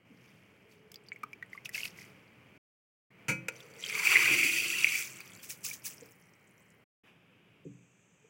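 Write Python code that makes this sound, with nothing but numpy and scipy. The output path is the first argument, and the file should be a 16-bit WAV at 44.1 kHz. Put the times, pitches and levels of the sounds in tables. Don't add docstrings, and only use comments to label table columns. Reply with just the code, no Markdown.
import sys
import numpy as np
from scipy import signal
from scipy.fft import rfft, irfft
from scipy.io import wavfile
from scipy.ndimage import uniform_filter1d, map_coordinates

SR = 44100
rng = np.random.default_rng(int(sys.argv[2]) if len(sys.argv) > 2 else 0)


def int16_out(signal):
    q = np.round(np.clip(np.atleast_2d(signal).T, -1, 1) * 32767)
    wavfile.write(sys.argv[1], SR, q.astype(np.int16))


N = 365588
TOP_HZ = 16000

# frequency in Hz, relative level in dB.
LOW_SPECTRUM = [(25, -30.5), (55, -23.5), (90, -5.5), (124, 1), (147, -3), (171, 2), (250, -7), (420, -7),
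                (600, -13), (1300, -45)]
AIRY_SPECTRUM = [(350, -28.5), (600, -8), (858, -7), (1880, -6.5), (2340, 0), (3250, -12), (3940, -26.5),
                 (4460, -22), (7940, -29), (15100, -32), (16000, -25.5)]
DRUM_SPECTRUM = [(60, -26), (130, 7), (240, -9), (450, -11.5), (900, -8.5), (2000, -30.5)]
# frequency in Hz, level in dB, T60 in seconds.
STEEL_MODES = [(327.5, -16.5, 0.73), (530, -20.5, 0.57), (861, -17.5, 0.076), (1337, -11.5, 0.18),
               (1430, -9, .3), (1644, -11.5, 0.19), (2080, -13.5, 0.35), (2325, -13, 0.41),
               (2321, -4, 0.38), (2550, -14.5, 0.42), (2530, -4, 0.31), (2960, -18, 0.22),
               (4470, -16, 0.16), (5920, -14, .25), (6450, -18, 0.13), (6860, -13.5, 0.17),
               (8140, -16.5, .16)]


def amp(db):
    return 10 ** (np.asarray(db) / 20)


def unit(x):
    return x / np.sqrt(np.mean(x ** 2) + 1e-20)


def along(points, hz):
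    f, v = np.transpose(points)
    return np.interp(np.log(hz + 1), np.log(f + 1), v)


def curve_db(rows):
    return np.interp(np.arange(N) / SR, *np.transpose(rows), left=-120, right=-120)


def wobble(per_s):
    return map_coordinates(rng.standard_normal(int(N * per_s / SR) + 4), [np.arange(N) * per_s / SR])


def swells(rows, release=1):
    gain, t = np.zeros(N), np.arange(N) / SR
    for peak_s, db, rise_s in rows:
        u = (t - peak_s) / rise_s
        gain += amp(db) * np.exp(-np.where(u < 0, u ** 2, u / release))
    return gain


def held(start_s, end_s, rise_s, fade_s):
    t = np.arange(N) / SR
    return np.exp(-np.maximum(start_s - t, 0) / rise_s - np.maximum(t - end_s, 0) / fade_s)


def add(track, start_s, sound):
    part = track[max(round(start_s * SR), 0):][:len(sound)]
    part += sound[:len(part)]


def coloured(x, spectrum, size=4096):
    cepstrum = irfft(np.log(amp(along(spectrum, np.fft.rfftfreq(size, 1 / SR)))))
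    cepstrum[1:size // 2] *= 2
    cepstrum[size // 2 + 1:] = 0
    response = irfft(np.exp(rfft(cepstrum)))
    return signal.fftconvolve(x, response / np.linalg.norm(response))[:len(x)]


def resonance(x, hz, width_hz):
    turn = np.exp(2j * np.pi * np.cumsum(hz * np.ones(N)) / SR)
    pole = np.exp(-np.pi * width_hz / SR)
    return unit((turn * signal.lfilter([1], [1, -pole], x / turn)).real)


def ring(modes, t60_scale=1):
    t = np.arange(SR // 2) / SR
    return sum(amp(db - 60 * t / (t60_s * t60_scale)) * np.sin(2 * np.pi * (hz * t + rng.random()))
               for hz, db, t60_s in modes)


def impacts(per_s, spread_db):
    chance, size, sign = rng.random(N), rng.standard_normal(N), rng.choice([-1, 1], N)
    return unit((chance < per_s / SR) * sign * amp(spread_db * np.minimum(size, 2)))


def bubble(t, hz, life_s, glide, rise_cycles):
    tone = np.sin(2 * np.pi * hz * t * (1 + glide * t / life_s))
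    return tone * amp(-60 * (t / life_s) ** 1.37) * (1 - np.exp(-t * hz / rise_cycles))


def bubbles(per_s, centre_hz, octaves, cycles, spread_db):
    most, samples = 6000, np.arange(800)
    start = rng.integers(0, N, (most, 1))
    pitch, level = np.clip(rng.standard_normal((2, most, 1)), -2, 2)
    n = int(np.clip(per_s * N / SR, 1, most))
    hz = np.minimum(centre_hz * 2 ** (octaves * pitch[:n]), TOP_HZ)
    rings = amp(spread_db * level[:n]) * bubble(samples / SR, hz, cycles / hz, 0.052, rise_cycles=2.4)
    return unit(np.bincount((start[:n] + samples).ravel(), rings.ravel(), N)[:N])


def spatter(per_s, centre_hz, octaves, spread_db):
    ticks = bubbles(per_s, centre_hz, octaves, cycles=9, spread_db=spread_db)
    pings = bubbles(per_s / 4, centre_hz * .8, octaves, cycles=45, spread_db=spread_db)
    return unit(ticks + amp(-8) * pings)


def vessel(x, t60_s, wall_db):
    t = np.arange(SR // 10) / SR
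    echoes = rng.standard_normal(len(t)) * amp(-60 * t / t60_s)
    return unit(x + amp(wall_db) * signal.fftconvolve(x, echoes / np.linalg.norm(echoes))[:N])


def background():
    # start in seconds, hum in dB, air in dB, pitch ratio of the air.
    steps = [(0, -66.5, -72, 0.92), (3.105, -66.5, -67, 0.91), (7.037, -66, -68.5, 1.07),
             (7.645, -70, -72.5, 1.05)]
    # frequency in Hz, level in dB.
    hiss_spectrum = [(4500, -48.5), (5500, -14), (6300, 2), (7800, -2.5), (8400, -5), (9200, -39)]
    whine_tones = [(2256, -83), (2912, -83), (3160, -84.5)]
    start_s, hum_db, air_db, ratios = np.transpose(steps)
    t = np.arange(N) / SR
    step = np.searchsorted(start_s[1:], t)
    hum = amp(hum_db[step]) * coloured(rng.standard_normal(N), LOW_SPECTRUM)
    noise = rng.standard_normal(N)
    airy = sum((step == k) * coloured(noise, np.multiply(AIRY_SPECTRUM, [ratio, 1]))
               for k, ratio in enumerate(ratios))
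    rustle = swells([(7.09, -63, .055)])
    air = np.hypot(amp(air_db[step] + 0.64 * wobble(5)), rustle) * airy
    hiss = amp(-76) * coloured(rng.standard_normal(N), hiss_spectrum)
    whine = sum(amp(db + wobble(5)) * np.sqrt(2) * np.sin(2 * np.pi * hz * t + wobble(5.2))
                for hz, db in whine_tones)
    return hum + air + np.where(step == len(steps) - 1, hiss, whine)


def slosh():
    wash = coloured(rng.standard_normal(N), LOW_SPECTRUM)
    return unit(wash + amp(-0.5) * coloured(impacts(per_s=3800, spread_db=2), AIRY_SPECTRUM))


def stirring():
    # frequency in Hz, relative level in dB.
    swish_spectrum = [(300, -19.5), (1100, -19.5), (1700, -17.5), (2350, -4), (3900, -21), (5100, -11),
                      (8100, -18), (9800, -15), (16000, -18)]
    # peak in seconds, level in dB, rise in seconds.
    strokes = [(.31, -72.5, 0.18), (.73, -66.5, 0.032), (1.55, -64.5, 0.032), (1.657, -41, 0.00617),
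               (1.762, -39.5, 0.024), (1.81, -46.5, 0.032), (1.855, -40, 0.018), (2.01, -54, 0.049)]
    # time in seconds, level in dB.
    slosh_levels = [(.05, -67.5), (.25, -63.5), (.85, -66.5), (1.5, -62), (2.0, -57.5), (2.3, -61.5),
                    (2.58, -61)]
    grains = impacts(per_s=4500, spread_db=4.5)
    grains += amp(-1) * spatter(per_s=500, centre_hz=6000, octaves=.8, spread_db=4.5)
    hollow = resonance(coloured(rng.standard_normal(N), DRUM_SPECTRUM), hz=425, width_hz=28.4)
    swish = vessel(coloured(grains, swish_spectrum), t60_s=.05, wall_db=-10)
    rocking = amp(curve_db(slosh_levels)) * (slosh() + amp(-19.5) * swish)
    droplets = spatter(per_s=48, centre_hz=8000, octaves=1, spread_db=5)
    patter = vessel(droplets, t60_s=.05, wall_db=-2)
    lifted = amp(-69.5) * held(0.68, 1.346, rise_s=.1, fade_s=.1)
    dripping = amp(-76.5) * held(0.917, 2.17, rise_s=0.011, fade_s=0.13)
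    return swells(strokes) * swish + rocking + lifted * hollow + dripping * patter


def bumps():
    # start in seconds, level in dB, pitch in Hz.
    pushes = [(0.1, -45, 253), (1.228, -48, 228), (3.284, -21, 147.2), (3.483, -57, 422),
              (6.016, -41.5, 478), (7.648, -38, 378), (7.655, -29.5, 167.5), (8.236, -57, 440)]
    # frequency in Hz, level in dB, T60 in seconds.
    worktop_modes = [(125.7, -7.5, 0.41), (137.2, -13, 0.28), (179.8, -1, 0.29), (209, -2.5, 0.19),
                     (286.4, -1.5, 0.31), (447.4, -2, 0.21), (500.5, -1.5, 0.207)]
    push_s, rise_s = 0.028, 0.0059
    out, t = np.zeros(N), np.arange(SR // 2) / SR
    for start_s, db, hz in pushes:
        modes = [(f, level - 9 * np.log2(f / hz) ** 2, t60_s) for f, level, t60_s in worktop_modes]
        push = np.sin(2 * np.pi * hz * t) * np.sin(np.pi * np.minimum(t / push_s, 1)) ** 2
        body = ring(modes) * (1 - np.exp(-(t / rise_s) ** 2))
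        add(out, start_s, amp(db) * (amp(-9) * body + amp(-4.5) * push))
    return out


def drips():
    # start in seconds, bubble level in dB, bubble pitch in Hz, slap level in dB.
    drops = [(0.917, -48, 5000, -36), (.942, -45, 3380, -37.5), (.958, -36.5, 4780, -42),
             (1.086, -42.5, 4570, -46), (1.119, -28, 2200, -63), (1.16, -41.5, 2170, -51),
             (1.2337, -31.5, 1220, -36), (1.2324, -34, 2280, -48), (1.331, -33.5, 2305, -41.5),
             (1.4254, -30, 1890, -45), (1.531, -36, 2016, -45), (1.549, -47, 1136, -60),
             (1.576, -38, 2070, -80), (1.657, -31, 2520, -44), (1.6915, -39.5, 1920, -32),
             (1.746, -25.5, 2600, -38), (1.7793, -28, 2140, -39.5), (1.8321, -30, 2710, -44),
             (3.563, -39, 5780, -45), (3.604, -45, 3450, -39.5), (3.839, -27.5, 3190, -46),
             (3.862, -29.5, 3050, -35), (3.8971, -23.5, 2340, -24), (3.9516, -20.5, 2265, -27),
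             (4.071, -14, 2358, -34.5), (4.156, -8.5, 2030, -37), (4.1685, -11, 2220, -39.5),
             (4.2766, -17, 2426, -39), (4.8444, -9.5, 2380, -27.5), (4.869, -18, 2210, -36.5),
             (4.953, -20, 2310, -22.5), (5.204, -36, 2430, -34), (5.7117, -31.5, 2310, -36)]
    # frequency in Hz, relative level in dB.
    slap_spectrum = [(150, -16.5), (600, -13), (1200, -10), (2300, 2.5), (3600, -7), (5000, 1.5),
                     (9000, -6.5), (16000, -5.5)]
    life_cycles, slap_rise_s, slap_t60_s, basin_t60_s = 45, 0.0016, .013, 0.041
    out, t = np.zeros(N), np.arange(SR // 6) / SR
    flutter = amp(3 * wobble(700))
    envelope = amp(-60 * t / slap_t60_s) * (1 - np.exp(-t / slap_rise_s))
    for start_s, bubble_db, hz, slap_db in drops:
        colour = [(f, db + 4 * rng.standard_normal()) for f, db in slap_spectrum]
        slap = coloured(rng.standard_normal(len(t)) * envelope, colour)
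        note = bubble(t, hz, life_cycles / hz, glide=.04, rise_cycles=1.2)
        note *= flutter[round(start_s * SR):][:len(t)]
        add(out, start_s, amp(bubble_db) * note + amp(slap_db) * slap)
    walls = rng.standard_normal(len(t)) * amp(-60 * t / basin_t60_s)
    return out + amp(-11.5) * signal.fftconvolve(out, walls / np.linalg.norm(walls))[:N]


def knocks():
    # start in seconds, ring in dB, scrape in dB, scrape in seconds, T60 factor.
    contacts = [(3.283, -26.5, -30, 0.031, 0.9), (3.4839, -43, -27, .005, 0.51)]
    # frequency in Hz, relative level in dB.
    scrape_spectrum = [(180, -41), (300, -28), (537, 4), (689, -27), (930, -2), (1150, -14.5), (1390, -1),
                       (1780, -10.5), (2320, 6), (3460, -21), (4370, -18), (5520, -17.5), (5900, -12.5),
                       (9240, -18), (16000, -27)]
    out, t = np.zeros(N), np.arange(SR // 2) / SR
    for start_s, ring_db, scrape_db, scrape_s, t60_scale in contacts:
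        scrape = coloured(rng.standard_normal(len(t)) / (1 + (t / scrape_s) ** 3), scrape_spectrum)
        steel = ring(STEEL_MODES, t60_scale) * (1 - np.exp(-6 * t / scrape_s))
        add(out, start_s, amp(ring_db) * steel + amp(scrape_db) * scrape)
    return out


def spray(level_db, drops):
    # frequency in Hz, relative level in dB.
    spectrum = [(1940, -35.5), (3300, -1), (4020, -21), (4470, 1.5), (5310, -8.5), (5940, 2), (6520, -8.5),
                (7290, -2.5), (8430, -6), (9130, -13.5), (9940, -4.5), (11900, -13.5), (14600, -7),
                (15200, -8), (16000, -4)]
    hiss_share = np.maximum(1 / (1 + amp(2 * (-40 - level_db))), .25)
    droplets = unit(coloured(spatter(per_s=280, centre_hz=7500, octaves=.7, spread_db=5), spectrum))
    hiss = unit(coloured(impacts(per_s=7400, spread_db=2.5), spectrum))
    jets = vessel(np.sqrt(hiss_share) * hiss + (1 - hiss_share) * droplets, t60_s=.04, wall_db=-12)
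    pings = bubbles(per_s=170, centre_hz=5500, octaves=.5, cycles=70, spread_db=3.5)
    steel = unit(signal.fftconvolve(drops, ring(STEEL_MODES))[:N])
    return amp(level_db) * (jets + amp(-13.5) * pings + amp(-14.5) * steel)


def pouring():
    # time in seconds, level in dB re full flow.
    flow = [(3.52, -34.5), (3.73, -39), (3.8, -28), (3.9, -15.5), (4.08, -1.5), (4.33, 1), (4.52, -4),
            (4.68, -8), (4.96, -7), (5.09, -25.5), (5.42, -39)]
    # time in seconds, bottom pitch in Hz, gush pitch in Hz.
    load = [(3.75, 466.6, 2330), (4.17, 379, 2320), (4.34, 321.7, 2280), (4.75, 345.5, 2710),
            (4.953, 339, 2370)]
    # frequency in Hz, relative level in dB.
    gush_spectrum = [(700, -46), (1500, -19.5), (2000, -1.5), (2650, -0.5), (3200, -6), (4000, -11),
                     (6000, -35)]
    slap_spectrum = [(300, -30.5), (600, -12.5), (780, -12), (1280, 1.5), (1700, 3), (3000, -18.5)]
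    # peak in seconds, level in dB, rise in seconds.
    thuds = [(4.17, -47.5, 0.035), (4.34, -41, 0.054), (4.45, -46, 0.022)]
    flow_db = curve_db(flow)
    times_s, *pitches = np.transpose(load)
    bottom_hz, gush_hz = [np.interp(np.arange(N) / SR, times_s, hz) for hz in pitches]
    surge = amp(1.2 * wobble(45))
    drops = impacts(per_s=2200, spread_db=2.5)

    froth = bubbles(per_s=400, centre_hz=2300, octaves=.35, cycles=35, spread_db=3)
    glugs = bubbles(per_s=70, centre_hz=2300, octaves=.13, cycles=48, spread_db=3)
    pool = coloured(drops + amp(-14.5) * froth, gush_spectrum)
    churn_hz = 80 * wobble(40)
    gush = resonance(pool, gush_hz + churn_hz, width_hz=350) + amp(-10) * glugs
    gush_db = -27 + 0.99 * flow_db

    plops = bubbles(per_s=200, centre_hz=1217, octaves=0.44, cycles=38, spread_db=-2.5)
    slap = unit(coloured(impacts(per_s=570, spread_db=4.5) + amp(-11.5) * plops, slap_spectrum))
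    bare = held(3.96, 4.28, rise_s=.015, fade_s=0.067)
    slap_db = -51 + 0.46 * flow_db + 11 * bare
    spray_db = np.minimum(-31.5 + 0.84 * flow_db, -34.5)
    water = amp(gush_db) * gush + amp(slap_db) * slap + spray(spray_db, drops)

    drum = resonance(coloured(drops, DRUM_SPECTRUM), bottom_hz, width_hz=46)
    undamped = held(0, 4.57, rise_s=1, fade_s=0.62)
    drum_gain = np.hypot(amp(-51 + .3 * flow_db) * undamped, swells(thuds))
    splats = vessel(spatter(per_s=150, centre_hz=4800, octaves=.5, spread_db=3.5), t60_s=.03, wall_db=-6)
    front = swells([(3.9, -47.5, .08)])
    return surge * water + drum_gain * drum + front * splats


def rice():
    # peak in seconds, level in dB, rise in seconds.
    clumps = [(4.99, -36, 0.033), (5.44, -42.5, 0.012), (5.503, -36.5, 0.012), (5.655, -32, 0.013),
              (5.695, -43.5, 0.013), (5.738, -42, .01), (5.863, -35, 0.016)]
    # frequency in Hz, relative level in dB.
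    spectrum = [(250, -24), (800, -16.5), (1360, -10), (1660, -33), (2320, -3), (3950, -11.5), (6000, 1.5),
                (7440, -0.5), (9090, -2.5), (10200, -2.5), (13000, -4), (16000, 1.5)]
    squelch = spatter(per_s=700, centre_hz=7000, octaves=.8, spread_db=4)
    air_pockets = bubbles(per_s=350, centre_hz=2300, octaves=.35, cycles=25, spread_db=2)
    grains = unit(coloured(impacts(per_s=7200, spread_db=5) + amp(-3) * squelch, spectrum))
    landings = swells(clumps, release=1.85) * (grains + amp(-18) * air_pockets)
    ticks = amp(-5) * impacts(per_s=4000, spread_db=4)
    ticks += spatter(per_s=150, centre_hz=10000, octaves=.5, spread_db=5)
    trickle = vessel(coloured(ticks, spectrum), t60_s=.04, wall_db=-8)
    drained_s = 6.067
    draining = amp(-61.5) * held(5.1, drained_s, rise_s=0.057, fade_s=0.064)
    seeping = amp(-75.5) * held(drained_s, 6.72, rise_s=.05, fade_s=0.089)
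    gurgle = amp(-61) * held(3.2, drained_s, rise_s=0.09, fade_s=0.064) * slosh()
    return landings + (draining + seeping) * trickle + gurgle


def kitchen(x):
    # frequency in Hz, T60 in seconds.
    decay = [(150, 0.61), (2000, 0.13), (12000, 0.031)]
    hz, t, noise = signal.stft(rng.standard_normal(SR // 2), SR, nperseg=256)
    tail = signal.istft(noise * amp(-60 * t / along(decay, hz)[:, None]), SR, nperseg=256)[1]
    delayed = np.pad(x, (200, 0))
    return signal.fftconvolve(delayed, tail / np.linalg.norm(tail))[:N]


def scene():
    near = stirring() + pouring() + rice() + knocks() + bumps()
    drops = drips()
    mono = near + drops + amp(-17) * kitchen(near + drops / 2) + background()
    return np.array([mono, mono])


def record(dry):
    # start in seconds, end in seconds.
    stretches = [(0, 2.578), (3.105, 6.84), (7.037, 8.4)]
    t = np.arange(N) / SR
    gate = sum(1. 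* ((t >= start_s) & (t < end_s)) for start_s, end_s in stretches)
    lowpass = signal.ellip(12, .1, 80, TOP_HZ, fs=SR, output="sos")
    return signal.sosfilt(lowpass, dry * uniform_filter1d(gate, size=256))


dry = scene()
out = record(dry)
int16_out(out)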